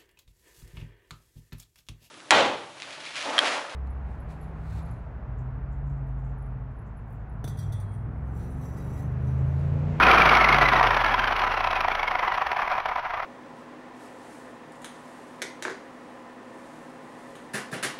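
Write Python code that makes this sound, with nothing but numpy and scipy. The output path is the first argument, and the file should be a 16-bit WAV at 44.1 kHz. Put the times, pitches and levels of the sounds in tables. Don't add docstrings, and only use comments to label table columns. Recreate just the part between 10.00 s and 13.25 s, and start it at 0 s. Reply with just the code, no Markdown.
import sys
import numpy as np
from scipy import signal
from scipy.fft import rfft, irfft, next_fast_len
from scipy.io import wavfile
from scipy.ndimage import uniform_filter1d, minimum_filter1d

SR = 44100
rng = np.random.default_rng(int(sys.argv[2]) if len(sys.argv) > 2 else 0)


def unload_wav(signal):
    wavfile.write(
        sys.argv[1],
        SR,
        np.round(np.clip(np.atleast_2d(signal).T, -1, 1) * 32767).astype(np.int16),
    )


N = 143325
T = np.arange(N) / SR
SIZE = next_fast_len(N + SR)
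HZ = np.maximum(np.arange(SIZE // 2 + 1) * SR / SIZE, 1)
TEETH = 42

# (time [s], speed [turns per second])
SHAFT_SPEED = [(0, 60), (.5, 50.5), (1, 41.2), (1.5, 33.3), (2, 26.5), (2.6, 20.3), (3.25, 15)]


def from_db(db):
    return 10 ** (np.asarray(db) / 20)


def rms_one(x):
    return x / np.sqrt(np.mean(x ** 2) + 1e-20)


def in_time(rows):
    return np.interp(T, *np.transpose(rows))


def colour(points):
    hz, db = np.transpose(points)
    return np.interp(np.log(HZ), np.log(hz), db)


def drift(rate_hz):
    spectrum = rfft(rng.standard_normal(SIZE)) / (1 + (HZ / rate_hz) ** 2)
    return rms_one(irfft(spectrum, SIZE)[:N])


def shape_tone(x, gain_db):
    cepstrum = irfft(np.log(from_db(gain_db)), SIZE)
    cepstrum[1:SIZE // 2] *= 2
    cepstrum[SIZE // 2 + 1:] = 0
    return irfft(rfft(x, SIZE) * np.exp(rfft(cepstrum)), SIZE)[:N]


def shaft_shake(turns):
    # (time [s], level [dB])
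    main_levels = [(0, -31), (.45, -32.5), (1, -35), (1.4, -39.5), (2, -43), (2.4, -57.5), (3.25, -53.5)]
    # (time [s], level [dB])
    fast_levels = [(0, -37.5), (.25, -32), (.4, -41.5), (.55, -32.5), (.85, -39), (1, -43), (1.25, -45),
                   (1.85, -48.5), (2.2, -60), (3.25, -69)]
    speed_ratio, octave_db = 2.82, -30.5
    angle = 2 * np.pi * turns
    main_hum = from_db(in_time(main_levels)) * (np.sin(angle) + from_db(octave_db) * np.sin(2 * angle))
    fast_hum = from_db(in_time(fast_levels)) * np.sin(speed_ratio * angle + drift(16))
    return np.sqrt(2) * (main_hum + fast_hum)


def tooth_clicks(turns, spread_db=2, grit_db=-2):
    count = int(turns[-1] * TEETH)
    timing, strength = rng.standard_normal((N, 2))[:count].T
    contacts = np.arange(count) + .14 * timing
    starts = np.searchsorted(turns * TEETH, contacts).clip(0, N - 1)
    clicks = np.zeros(N)
    clicks[starts] = from_db(spread_db * strength.clip(-1.5, 1.5)) * rng.choice([-1, 1], N)[:count]
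    clicks /= np.sqrt(in_time(SHAFT_SPEED))
    return rms_one(rms_one(clicks) + from_db(grit_db) * rng.standard_normal(N))


def chassis_ring(force, tone):
    # (frequency [Hz], width [Hz], boost [dB])
    resonances = [(632, 45, 4.5), (628, 20, -9.5), (660, 27, -1.5), (745.5, 51, 4), (896, 39, -4),
                  (992, 70, 5), (1320, 57, 3), (1484, 100, 0), (1778, 70, 2), (2420, 68, -0.5),
                  (3200, 220, 2.5)]
    db = colour(tone) + sum(boost / (1 + (2 * (HZ - hz) / width) ** 2) for hz, width, boost in resonances)
    average_db = 10 * np.log10(np.mean(from_db(db) ** 2))
    return shape_tone(force, db - average_db)


def gear_whirr(turns, speed):
    # (time [s], level [dB])
    levels = [(0, -16), (.4, -20.5), (.6, -21.5), (.85, -22.5), (1.25, -27), (1.7, -30), (2.1, -29.5),
              (2.7, -33), (3.0, -36), (3.25, -33.5)]
    # (frequency [Hz], level [dB])
    fast_tone = [(70, -17), (200, -9), (450, -8.5), (700, -4), (1300, -2.5), (1700, -6.5), (2400, -10),
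                 (3100, -17), (4000, -25.5), (5800, -32.5), (10500, -44.5), (14000, -49.5)]
    # (frequency [Hz], level [dB])
    slow_tone = [(70, -11.5), (200, -22.5), (430, -17), (700, -1.5), (1050, 2), (1600, -6), (2300, -8.5),
                 (3100, -19.5), (4000, -29), (5800, -32), (10500, -46), (14000, -45)]
    flutter_db, flutter_hz = 2.5, 50
    growl_cycles_per_turn, growl_db, growl_width_hz = 23, -5.5, 140
    loudness = from_db(in_time(levels) + flutter_db * drift(flutter_hz))
    fast_share = (speed - speed.min()) / np.ptp(speed)
    force = loudness * tooth_clicks(turns)
    whirr = chassis_ring(force * fast_share, fast_tone) + chassis_ring(force * (1 - fast_share), slow_tone)
    angle = 2 * np.pi * growl_cycles_per_turn * turns
    growl = drift(growl_width_hz) * np.sin(angle) + drift(growl_width_hz) * np.cos(angle)
    return whirr + from_db(growl_db) * loudness * fast_share * growl


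def bursts(times, levels_db, widths_s):
    power = np.zeros(N)
    for time, db, width in zip(times, levels_db, widths_s):
        middle = int(time * SR)
        near = slice(max(middle - SR // 20, 0), middle + SR // 20)
        power[near] += from_db(db) ** 2 * np.exp(-((T[near] - time) / width) ** 2)
    return np.sqrt(power)


def tooth_chatter(turns):
    # (time [s], half-length of the rasp [s], knock level [dB], chirp level [dB], rasp level [dB])
    events = [(0.032, 0.0041, -11.5, -13.5, -19), (0.069, 0.0013, -26, -15, -22),
              (0.115, 0.0017, -22, -7, -10.5), (0.136, 0.0012, -21, -27, -33),
              (0.147, 0.0026, -16, -24, -27), (0.184, 0.0023, -16, -13, -19),
              (0.221, 0.0022, -22, -11.5, -19.5), (0.259, 0.0037, -15, -24, -23),
              (0.295, 0.0028, -16, -15.5, -21), (0.34, 0.004, -19, -32, -29),
              (0.353, 0.0029, -15, -20.5, -24), (0.372, 0.0025, -17, -20, -23.5),
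              (0.412, 0.0015, -12.5, -13, -23), (0.447, 0.0039, -12, -19.5, -25.5),
              (0.476, 0.0017, -19.5, -33, -44), (0.491, 0.0029, -18, -16, -22),
              (0.529, 0.003, -29, -16.5, -23), (0.546, 0.0017, -19.5, -20.5, -27),
              (0.586, 0.002, -14.5, -22, -24), (0.618, 0.0042, -18, -20, -28),
              (0.659, 0.0046, -36, -21, -32), (0.689, 0.004, -17, -27, -27),
              (0.736, 0.0015, -6.5, -14, -23), (0.766, 0.0027, -21, -20.5, -37),
              (0.798, 0.0032, -17, -25, -31), (0.812, 0.0022, -12, -31, -46),
              (0.83, 0.002, -14.5, -22.5, -27), (0.85, 0.00095, -20, -37, -43),
              (0.872, 0.0034, -14, -29, -27.5), (0.909, 0.0026, -16.5, -23.5, -30),
              (0.947, 0.0032, -25.5, -27, -31), (0.969, 0.0023, -12.5, -25, -37),
              (1.012, 0.0082, -18.5, -28, -34), (1.046, 0.0019, -25, -27, -30),
              (1.064, 0.0024, -22, -25, -31.5), (1.083, 0.0044, -31, -32, -36),
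              (1.116, 0.0053, -28, -27, -39), (1.144, 0.0029, -16.5, -23, -29),
              (1.195, 0.0037, -20, -24.5, -31.5), (1.221, 0.0029, -26, -29, -46),
              (1.243, 0.0018, -17, -17.5, -29), (1.277, 0.0039, -21.5, -22.5, -31.5),
              (1.326, 0.0039, -31, -23, -34), (1.366, 0.0024, -34, -29, -30),
              (1.396, 0.0043, -23, -28, -31.5), (1.42, 0.004, -18.5, -24, -34),
              (1.446, 0.0011, -30, -26, -33), (1.476, 0.0043, -35, -33, -41),
              (1.518, 0.0098, -26, -30.5, -38), (1.543, 0.0044, -20, -33, -37),
              (1.576, 0.0052, -20.5, -26, -35), (1.608, 0.0056, -22, -29.5, -38),
              (1.645, 0.0032, -21.5, -27, -32.5), (1.674, 0.0027, -19, -25, -33.5),
              (1.711, 0.0035, -24, -28, -32.5), (1.732, 0.0024, -16, -25.5, -36),
              (1.764, 0.01, -24, -29, -37), (1.809, 0.0032, -20.5, -25.5, -28.5),
              (1.848, 0.0047, -20, -37, -37.5), (1.884, 0.0017, -14, -28, -31),
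              (1.919, 0.0038, -23, -23.5, -38.5), (1.953, 0.0028, -21, -25, -33),
              (1.997, 0.0025, -30, -22, -37), (2.032, 0.0018, -19, -22, -30),
              (2.081, 0.0043, -27, -25.5, -33), (2.114, 0.0055, -22, -36, -38),
              (2.155, 0.0023, -16, -25, -38), (2.194, 0.0041, -23, -31, -37.5),
              (2.233, 0.0053, -23, -31.5, -38.5), (2.281, 0.0036, -22, -26, -37),
              (2.304, 0.0026, -30, -37, -53), (2.322, 0.0043, -22, -29, -38.5),
              (2.347, 0.0068, -24.5, -35, -36.5), (2.38, 0.0044, -20.5, -41, -38.5),
              (2.419, 0.0047, -19, -30, -40.5), (2.469, 0.0038, -19.5, -28, -36.5),
              (2.518, 0.0023, -17.5, -30, -31.5), (2.531, 0.0023, -21.5, -36, -53),
              (2.567, 0.0035, -22, -30, -39), (2.598, 0.0096, -24, -34, -42.5),
              (2.621, 0.0036, -21.5, -34, -37.5), (2.665, 0.0032, -34, -48, -56),
              (2.679, 0.0026, -19, -46, -37), (2.718, 0.013, -23.5, -36, -41),
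              (2.755, 0.0025, -19.5, -37, -49), (2.783, 0.0035, -22, -38, -38.5),
              (2.802, 0.0037, -20.5, -38, -44), (2.86, 0.0041, -21.5, -34, -37.5),
              (2.891, 0.0045, -24.5, -32, -42.5), (2.918, 0.0056, -24.5, -36, -54),
              (2.961, 0.0035, -23.5, -29, -42), (2.988, 0.011, -26, -39, -44),
              (3.057, 0.012, -27, -43, -49.5), (3.109, 0.0046, -29, -37, -49),
              (3.142, 0.0052, -24.5, -33, -48.5), (3.202, 0.0039, -25.5, -36, -50),
              (3.229, 0.0045, -26, -35, -46)]
    # (frequency [Hz], level [dB])
    knock_tone = [(60, -18), (160, -20.5), (260, -21), (450, -14), (680, -0.5), (1050, 3), (1600, -7),
                  (2300, -9), (3200, -30.5), (5000, -35), (14000, -57)]
    # (frequency [Hz], level [dB])
    rasp_tone = [(200, -23), (900, -10.5), (2200, 5.5), (3200, -1), (4200, -8.5), (5700, -12.5),
                 (7000, -29.5), (10500, -25), (14000, -34.5), (16000, -28.5)]
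    # (frequency [Hz], level [dB])
    chirp_tone = [(600, -10), (1300, -14), (1900, -0.5), (2500, -5.5), (3200, -11), (4300, -19.5),
                  (5800, -27), (7000, -34.5), (10500, -29), (14000, -30.5)]
    # (pitch [multiple of the rate at which teeth meet], level [dB])
    harmonics = [(1, 1), (2, -3.5), (3, -5.5), (4, -13.5), (5, -14), (6, -13.5)]
    knock_offset_db, rasp_offset_db, chirp_offset_db = -1, 3.5, 5
    wobble_radians, wobble_hz = 2.2, 26.8
    times, widths, knock_db, chirp_db, rasp_db = np.transpose(events)
    knock = bursts(times, knock_db + knock_offset_db, .89 * widths) * tooth_clicks(turns)
    hard_clicks = tooth_clicks(turns, spread_db=5, grit_db=-12.5)
    rasp = bursts(times, rasp_db + rasp_offset_db, widths) * hard_clicks
    whine = sum(from_db(db) * np.sin(2 * np.pi * k * TEETH * turns + wobble_radians * drift(wobble_hz))
                for k, db in harmonics)
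    chirp = bursts(times, chirp_db + chirp_offset_db, 1.28 * widths) * whine
    ringing = chassis_ring(knock, knock_tone) + chassis_ring(rasp, rasp_tone)
    return ringing + shape_tone(chirp, colour(chirp_tone))


def room_hush():
    # (frequency [Hz], level [dB])
    tone = [(20, -16.5), (60, 2.5), (150, -10.5), (500, -52), (3000, -16), (14000, -61)]
    return from_db(-54) * rms_one(shape_tone(rng.standard_normal(N), colour(tone)))


def room_echo(x):
    fade_s, echo_db = .22, -14.5
    tail = rng.standard_normal(SR // 2) * from_db(-60 * T[:SR // 2] / fade_s)
    return from_db(echo_db) * signal.fftconvolve(x, tail / np.linalg.norm(tail))[:N]


def scene():
    speed = in_time(SHAFT_SPEED)
    turns = np.cumsum(speed) / SR
    gears = gear_whirr(turns, speed) + tooth_chatter(turns)
    hush = room_hush()
    return (gears + room_echo(gears) + shaft_shake(turns) + hush)[None]


def record(dry):
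    dip_hz, dip_width_hz = 8050, 1380
    ceiling, cutoff_hz = .5, 16400
    dip_db = -22 * np.exp(-abs((HZ - dip_hz) / dip_width_hz) ** 3)
    droop_db = -3.5 * np.maximum(HZ - 13300, 0) / 1000
    sound = shape_tone(dry[0], dip_db + droop_db)
    needed_gain = ceiling / np.maximum(abs(sound), ceiling)
    smooth_gain = uniform_filter1d(minimum_filter1d(needed_gain, size=129), size=129)
    low_pass = signal.cheby2(12, 70, cutoff_hz, fs=SR, output="sos")
    return signal.sosfilt(low_pass, sound * smooth_gain)[None]


dry = scene()
out = record(dry)
unload_wav(out)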